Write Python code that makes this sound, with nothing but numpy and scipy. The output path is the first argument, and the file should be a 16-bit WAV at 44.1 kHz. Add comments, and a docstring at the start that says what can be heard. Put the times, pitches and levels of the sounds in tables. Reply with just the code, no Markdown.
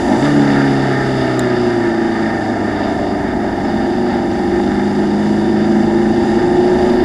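"""Wet-track single-seater, on board

A four-cylinder air-cooled engine blips for a downshift, runs down on a nearly shut throttle, then pulls out
of the bend. Sine orders locked to the engine cycle ring the mount, frame and a closed camera case.
Resonant noise adds road rumble, frame shake, case buzz, valve hiss and spray; low gusts, knocks and a
grit tick sit around them. Two ports hear it almost alike, apart from the treble."""
import sys
import numpy as np
from scipy import signal
from scipy.fft import rfft, irfft
from scipy.io import wavfile
from scipy.ndimage import uniform_filter1d

SR = 44100
rng = np.random.default_rng(int(sys.argv[2]) if len(sys.argv) > 2 else 0)


def to_wav(sig):
    """Store sig (one row per channel, or 1-D mono) as 16-bit WAV at the path in sys.argv[1].

    Samples outside -1..1 are clipped; the rate is SR.
    """
    pcm = np.clip(np.atleast_2d(sig), -1, 1) * 32767
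    pcm = np.round(pcm).astype(np.int16)
    wavfile.write(sys.argv[1], SR, pcm.T)  # frames by channels


N = 310464

# strong engine orders, keyed by multiple of the cycle:
# coasting_db, extra_half_throttle_db, extra_full_throttle_db
STRONG_ORDERS = {4: (-16.5, -1.6, -2.3), 5: (-29.5, 2.5, 3.3), 18: (-25.5, 0.83, 2.6), 22: (-32.5, -1, 1),
                 26: (-21, -8, -1), 30: (-27, -2, 0.), 32: (-27, 1, 1), 43: (-28.5, -5, -4),
                 39: (-24.5, 0., -8), 40: (-24, -8, -9), 6: (-29.5, 2.2, 9.5), 8: (-23.5, 4.3, 8.2),
                 9: (-29, 0., 4.24), 10: (-32, 10.6, 1.6), 11: (-27.5, 0., 0.), 12: (-21, -3.5, 1.8),
                 13: (-28, -1, 9.1), 14: (-31, 10.4, 3.7), 15: (-27, 3.7, 3.9), 16: (-23.5, -12, -2.2),
                 20: (-28.5, 0., 2), 21: (-27, -5, -2), 24: (-26.5, 2.5, -12), 25: (-35.5, 4.6, 0.),
                 27: (-30, -2, 0.), 29: (-24.5, -2, 3), 33: (-20.5, 2, -5)}
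# weak orders, first the even (once a turn), then the odd (once a cycle):
# coasting_db, slope_db_per_octave of revs, extra_full_throttle_db
WEAK_ORDERS = [(-35.5, 10, 5), (-31.5, 5.5, -1)]
# how hard some weak orders shake the mount, keyed by multiple of the cycle: extra_db
WEAK_ACCENTS = {3: 4.7, 7: -1.2, 17: -1, 19: -1, 23: 1, 28: 0., 31: 2, 34: 4.3, 35: 3.1, 36: -8, 37: 2.8,
                38: 0, 41: 4.9, 42: -9}
# rev bands where a strong order booms or cancels: order (multiple of the cycle), firing_hz, width_hz, lift_db
REV_BOOMS = [(4, 137, 56, 9), (4, 112, 5, -8.5), (6, 147, 26, 10.5), (9, 144, 10, 7), (32, 108.7, 7.5, 7),
             (30, 108, 6, 3), (8, 143.5, 13.2, 14.5), (8, 138, 4.2, 3.5), (4, 105, 8, 2),
             (9, 115.97, 10, 4), (10, 129.5, 15.3, 11), (11, 139, 21, 5), (12, 130.6, 47, 5.5),
             (13, 130.96, 31.7, 12), (14, 143.3, 21, 14.5), (16, 101, 11, 5), (20, 129.2, 18, 17.5),
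             (21, 139, 15, 4), (24, 140.6, 19, 10.5), (29, 113.4, 12.5, 6.5), (12, 160, 7.5, -8),
             (25, 133, 10, 19), (22, 140, 18, 15.5), (22, 122, 14, 13), (32, 100.5, 7.9, 8.5),
             (30, 104, 10, 3), (30, 111, 5, -4), (27, 140, 11, 13.5), (26, 82, 13, 4.5),
             (33, 105.5, 4.4, -9), (29, 108.2, 5, 5), (5, 138, 52, -17), (5, 101.5, 8.2, 4), (32, 98, 4, 3),
             (29, 105.5, 2.7, 2), (33, 102.04, 9, -0.5), (21, 110, 7.4, 5), (27, 100, 14, 9)]
# strong orders lifted by the free blip before the clutch bites, keyed by multiple of the cycle: extra_db
BLIP_LIFTS = {4: 3.5, 8: 6, 9: 8.5, 10: 17, 11: 9, 12: 8, 13: 7, 29: 4, 30: 6, 32: 7, 33: 5}
BLIP_S, BLIP_LENGTH_S = 0.13, 0.081
# where the exhaust drives the frame harder or softer than the road does:
# pitch_hz, width_hz, coasting_db, extra_full_throttle_db
EXHAUST_DRIVE = [(169, 12, 1.5, -3.5), (225, 14, 3.5, -11), (255.5, 17, 1, 3), (356.3, 30, -0.5, 6),
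                 (380, 102, 2, -0.5), (671, 80, -3, -3), (775, 97, 2, -1)]
# resonances of chassis and mount: pitch_hz, width_hz, level_db
MOUNT_MODES = [(61, 99, -16), (135.7, 45, -14), (162.5, 36, -8.5), (211.3, 29, -1), (246, 60, -0.5),
               (288, 64, -4.5), (347.6, 54.3, -.5), (436, 153, -14.5)]
# resonances of the frame tubes: pitch_hz, width_hz, level_db
FRAME_MODES = [(590, 54, -14.5), (669.4, 203, -12), (823, 163, -15), (931.5, 104, -18)]
# resonances of the camera case: pitch_hz, width_hz, level_db
CASE_MODES = [(1222, 88, -3.5), (1354, 246, -6), (1612, 210, -3.5), (1798, 156, 1), (2073, 370, -9)]
CASE_PASS_DB = -14.5  # how much of the engine orders the case passes on
BLOCK = 64  # samples between updates of the orders' path


def engine(fire_hz, cycle, throttle, wander_db=2.0, firm_db=0.83, uneven_db=1.77, slip_rad=0.13, loose_rad=0.22):
    """Sines at multiples of the four-stroke cycle, each wandering in level and phase, ring the structure."""
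    t = np.arange(N) / SR
    out = np.zeros(N)
    block_throttle = throttle[::BLOCK]
    for order in range(2, 44):
        drift, wobble = walk(14), walk(9)
        firing_order = order % 4 == 0

        if order in STRONG_ORDERS:
            db, half_db, full_db = STRONG_ORDERS[order]
            drive_db = db + np.interp(throttle, [0, .5, 1], [0, half_db, full_db])
            drive_db += (firm_db if firing_order else uneven_db) * wobble
            drive_db += BLIP_LIFTS.get(order, 0) * hump(t, BLIP_S, BLIP_LENGTH_S)
            for boom_order, centre_hz, width_hz, lift_db in REV_BOOMS:
                if boom_order == order:
                    drive_db += lift_db * hump(fire_hz, centre_hz, width_hz)
        else:
            drive_db = law(*WEAK_ORDERS[order % 2], fire_hz, throttle)
            drive_db += WEAK_ACCENTS.get(order, 0) + wander_db * wobble

        hz = order * fire_hz[::BLOCK] / 4
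        exhaust_db = sum((db + full_db * block_throttle) * hump(hz, centre_hz, width_hz)
                         for centre_hz, width_hz, db, full_db in EXHAUST_DRIVE)
        through_frame = ring(hz, MOUNT_MODES + FRAME_MODES)
        through_case = undb(CASE_PASS_DB) * ring(hz, CASE_MODES)
        path = np.repeat(np.hypot(through_frame, through_case) * undb(exhaust_db), BLOCK)[:N]

        # the two turns differ in timing: orders between the firing orders sit part of a wave off,
        # and the square term spreads the orders' peaks through the cycle
        start_waves = (0, 3 / 8, 3 / 16, 3 / 8)[order % 4] + order * order / 90
        drift_rad = loose_rad if not firing_order and order < 16 else slip_rad
        phase = 2 * np.pi * (order * cycle + start_waves) + drift_rad * drift
        out += np.sqrt(2) * path * undb(drive_db) * np.sin(phase)
    return out


# resonances that colour the valve hiss: pitch_hz, width_hz, level_db
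SHELL_MODES = [(2850, 540, 1.5), (3595, 406, 3.5), (4763, 650, 2.5), (5180, 116, 0.5)]


def structure_shake(cycle, road_db, frame_db, case_db, hiss_db):
    """Road rumble in the mount, shake in the frame, buzz in the case and valve hiss above it."""
    out = shake(cycle, road_db, MOUNT_MODES, throb=0.029, flicker_db=0.3, repeat=.1)
    out += shake(cycle, frame_db, FRAME_MODES, throb=0.088, flicker_db=0.0, repeat=.38, firing=0.7, turn=0.83)
    out += shake(cycle, case_db, CASE_MODES, throb=0.083, flicker_db=0.98, repeat=.33)
    out += shake(cycle, hiss_db, SHELL_MODES, throb=0.13, flicker_db=0.77, repeat=.3, firing=.4, turn=0.53)
    return out


def shake(cycle, level_db, modes, throb, flicker_db, repeat, firing=1, turn=0.3):
    """Noise that throbs with each cycle, turn and firing, part of it repeating, rings a set of resonances."""
    each_turn = turn * np.cos(4 * np.pi * cycle)
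    each_firing = firing * np.cos(8 * np.pi * cycle)
    gate = 1 + throb * (np.cos(2 * np.pi * cycle) + each_turn + each_firing)
    # repeat is the share of the noise power that follows the cycle
    drive = np.sqrt(repeat) * clatter(cycle) + np.sqrt(1 - repeat) * rng.standard_normal(N)
    flicker = undb(flicker_db * (walk(22.11) + .5 * walk(6)))
    return undb(level_db) * unit(rung(gate * flicker * drive, modes))


def clatter(cycle, keep=0.91, steps=2048):
    """Valve-gear and gear noise: a pattern replayed each cycle that changes gradually between cycles."""
    fresh = rng.standard_normal((int(cycle[-1]) + 1, steps))
    pattern = signal.lfilter([1], [1, -keep], fresh, axis=0, zi=fresh[:1])[0]
    return unit(pattern.ravel()[(cycle * steps).astype(int)])


# colour of the spray hissing past the case: pitch_hz, width_hz, level_db
SPRAY_MODES = [(5900, 500, 0.5), (7050, 1760, -1), (8700, 900, -11.5), (9920, 1640, -8.5),
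               (13200, 960, -50)]


def spray(level_db, flicker_db=0.84):
    """Water thrown up by the tyres: smooth high noise whose level flickers on its own."""
    return undb(level_db + flicker_db * walk(9.5)) * unit(rung(rng.standard_normal(N), SPRAY_MODES))


# short knocks in the frame: start_s, level_db, pitch_hz
FRAME_KNOCKS = [(3.752, -11, 210.1), (4.6005, -10, 790), (5.038, -13, 750.2), (6.763, -16, 800),
                (6.806, -14, 800)]
KNOCK_TURNS = 3.6  # swings in a knock


def knocks():
    """Each knock is a few soft-edged sine swings of a frame tube."""
    t = np.arange(N) / SR
    out = np.zeros(N)
    for start_s, level_db, hz in FRAME_KNOCKS:
        half_s = KNOCK_TURNS / hz / 2
        out += undb(level_db) * hump(t, start_s + half_s, half_s) * np.sin(2 * np.pi * hz * (t - start_s))
    return out


# grit striking the case: start_s, level_db
GRIT_HITS = [(1.3938, -8)]
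# what a grain of grit rings: pitch_hz, level_db, t60_s
GRIT_MODES = [(3830, -6, 0.0043), (4900, -9, 0.0022), (7270, -4, 0.0052), (8550, -7, 0.0033),
              (10000, -7, .0025), (11000, -8, 0.0022), (12400, -14, .003)]


def ticks(rise_s=0.0004):
    """A hard grain rings the case as decaying sines for a few milliseconds."""
    out, t = np.zeros(N), np.arange(600) / SR
    tone = sum(undb(db) * np.exp(-np.log(1000) * t / t60_s) * np.sin(2 * np.pi * hz * t)
               for hz, db, t60_s in GRIT_MODES)
    tone *= (t / (t + rise_s)) ** 2  # softened onset
    tone /= np.abs(tone).max()
    for start_s, level_db in GRIT_HITS:
        start = int(start_s * SR)
        out[start:start + 600] += undb(level_db) * tone
    return out


def wind(level_db, gust_db=0.5):
    """Low buffeting on the case: band-passed noise in gusts."""
    band = signal.butter(1, [50, 80], "band", fs=SR, output="sos")
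    low = signal.sosfilt(band, rng.standard_normal(N))
    return undb(level_db + gust_db * walk(8.1)) * unit(low)


# engine speed: time_s, firing_hz
ENGINE_REVS = [(0.0, 88.64), (0.06, 91.94), (0.11, 100.9), (0.16, 111.6), (0.2, 127.7), (0.25, 146.7),
               (0.32, 145.7), (0.39, 143.4), (0.55, 139.5), (0.71, 137.4), (0.96, 133), (1.12, 131.5),
               (1.97, 112.2), (2.05, 112.3), (2.13, 110.5), (2.22, 110.1), (2.38, 107.84), (2.48, 105.6),
               (2.63, 103), (2.87, 102.1), (3.19, 98.2), (3.41, 96.76), (3.56, 96.57), (3.67, 97.54),
               (3.75, 96.06), (4.25, 96.94), (4.43, 98.5), (4.52, 98.9), (4.95, 102.6), (5.17, 103.3),
               (5.27, 105.2), (5.38, 104.4), (5.74, 105.7), (6.15, 107.8), (6.45, 109.3), (6.75, 111.2),
               (7.02, 112.6)]
# throttle nearly shut through the braking, fed in past the apex: time_s, opening (0-1)
THROTTLE_MOVES = [(0, 0.07), (3.4, 0), (3.9, 0.53), (4.6, 0.66), (5.3, 0.97), (6.2, 0.89), (7.04, 0.9)]
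CLUTCH_S = .25  # from here the wheels turn with the engine


def driving():
    """Firing rate, cycle count, throttle, and road speed expressed as a firing rate."""
    fire_hz = curves(ENGINE_REVS)[0]
    throttle = np.clip(curves(THROTTLE_MOVES)[0], 0, 1)
    cycle = np.cumsum(fire_hz / 4) / SR  # four firings a cycle
    wheel_hz = np.where(np.arange(N) / SR < CLUTCH_S, fire_hz[int(CLUTCH_S * SR)], fire_hz)
    return fire_hz, cycle, throttle, wheel_hz


# brief swells and dips of the shake: centre_s, level_db, length_s
SHAKE_JOLTS = [(0.05, -3.5, 0.098), (0.177, -2.5, 0.063), (0.253, 2.5, 0.042), (0.346, -0.5, 0.088),
               (0.55, 0.5, 0.12), (2.173, 0.8, 0.06), (2.395, -2.5, 0.043), (2.82, 2.5, 0.15),
               (3.37, -2, 0.047), (3.7, 2.5, 0.065), (4.132, 2, 0.17), (4.286, -2.5, 0.041),
               (5.47, -1, 0.16)]
# case buzz, valve hiss and spray: base_db, slope_db_per_octave of road speed, extra_full_throttle_db
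CASE_LAW = (-29, 10.2, -1.7)
HISS_LAW = (-39.5, 12.1, 1.08)
SPRAY_GROWTH = (-49.5, 11.7, 1.7)
HISS_BITE = .5  # throttle opening from which the hiss gets its full throttle lift
# standing water at the end of the fast approach lifts the spray, then thins
WATER_DB, WATER_FADE_S = 3.5, 1


def shake_levels(throttle, wheel_hz):
    """Jolts, case buzz, valve hiss and spray in decibels, following road speed and throttle."""
    t = np.arange(N) / SR
    jolt_db = sum(db * hump(t, centre_s, length_s) for centre_s, db, length_s in SHAKE_JOLTS)
    case_db = law(*CASE_LAW, wheel_hz, throttle) + jolt_db
    hiss_db = law(*HISS_LAW, wheel_hz, np.minimum(throttle / HISS_BITE, 1)) + jolt_db
    spray_db = law(*SPRAY_GROWTH, wheel_hz, throttle) + WATER_DB * hump(t, 0, WATER_FADE_S)
    return jolt_db, case_db, hiss_db, spray_db


REF_HZ = 100  # firing rate at which levels are given


def law(db, db_per_octave, throttle_db, hz, throttle):
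    """A level in decibels that follows speed by the octave and throttle in proportion."""
    return db + db_per_octave * np.log2(hz / REF_HZ) + throttle_db * throttle


def side_noise(frame_db, case_db, hiss_db, spray_db):
    """Faint independent noise in each resonant colour that sets the two ports apart."""
    out = np.zeros(N)
    for level_db, modes in ((case_db - 31.5, CASE_MODES), (hiss_db - 24.5, SHELL_MODES),
                            (spray_db - 29, SPRAY_MODES), (frame_db - 51.5, FRAME_MODES)):
        out += undb(level_db) * unit(rung(rng.standard_normal(N), modes))
    return signal.sosfilt(signal.butter(4, 560, "high", fs=SR, output="sos"), out)


# tone balance of the two ports: pitch_hz, left_minus_right_db
PORT_BALANCE = [(880, 0), (1000, -.6), (2070, -1.2), (3500, -1.1), (4100, -.5), (4800, -1.2), (5600, -.4),
                (7500, 0)]


def ports(mid, apart):
    """Each port tilts the shared vibration by half the balance and takes the side noise in opposite sign."""
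    hz = np.fft.rfftfreq(N, 1 / SR)
    balance_hz, balance_db = np.transpose(PORT_BALANCE)
    tilt_db = np.interp(np.log(hz + 1), np.log(balance_hz), balance_db) / 2
    return np.array([irfft(rfft(mid) * undb(way * tilt_db), N) + way * apart for way in (1, -1)])


def undb(db):
    """Decibels to gain."""
    return 10 ** (np.asarray(db) / 20)


def unit(x):
    """Scale to rms 1."""
    return x / np.sqrt(np.mean(x ** 2))


def curves(table):
    """Columns of a time table, one value a sample."""
    s, *columns = np.transpose(table)
    return [np.interp(np.arange(N) / SR, s, column) for column in columns]


def hump(x, centre, width):
    """1 at the centre, falling away on both sides."""
    return np.exp(-(2 * (x - centre) / width) ** 2)


def ring(hz, modes):
    """Gain of a set of steep resonances, summed in power, at the given frequencies."""
    return np.sqrt(sum((undb(db) / (1 + (2 * (hz - centre_hz) / width_hz) ** 2)) ** 2
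                       for centre_hz, width_hz, db in modes))


def rung(x, modes):
    """A sound heard through a set of resonances."""
    return irfft(rfft(x) * ring(np.fft.rfftfreq(N, 1 / SR), modes), N)


def walk(rate):
    """Random levels held for 1 / rate seconds, smoothed twice and scaled to rms 1."""
    k = int(SR / rate)
    held = np.repeat(rng.standard_normal(N // k + 1), k)
    return unit(uniform_filter1d(uniform_filter1d(held, k), k)[:N])


# what the track feeds in: time_s, road_rumble_db, frame_shake_db, wind_buffeting_db
TRACK = [(0, -20.5, -18.5, -26), (.15, -19, -17.5, -38), (.3, -18, -22.5, -38), (1.1, -22.5, -24, -34),
         (2, -21.5, -25, -41), (3, -20.5, -23.5, -34), (4, -21.5, -25, -31.5), (4.6, -21, -26, -32.5),
         (5.3, -20.5, -25.5, -38), (5.9, -19, -24, -33.5), (6.5, -16, -23, -33.5),
         (7.04, -15.5, -21, -27.5)]


def scene():
    """All sources sum into one vibration, heard at two slightly different ports."""
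    fire_hz, cycle, throttle, wheel_hz = driving()
    jolt_db, case_db, hiss_db, spray_db = shake_levels(throttle, wheel_hz)
    road_db, frame_db, wind_db = curves(TRACK)
    mid = engine(fire_hz, cycle, throttle)
    mid += structure_shake(cycle, road_db, frame_db + jolt_db, case_db, hiss_db)
    mid += spray(spray_db) + knocks() + ticks() + wind(wind_db)
    return ports(mid, side_noise(frame_db, case_db, hiss_db, spray_db))


TOP_HZ = 14600  # upper limit of the microphone chain


def record(dry):
    """The loudest peaks are rounded by a soft limiter and a steep filter cuts the top."""
    rounded = np.tanh(0.34 * dry) / 0.37
    return signal.sosfilt(signal.ellip(10, .2, 90, TOP_HZ, fs=SR, output="sos"), rounded)


dry = scene()
out = record(dry)
to_wav(out)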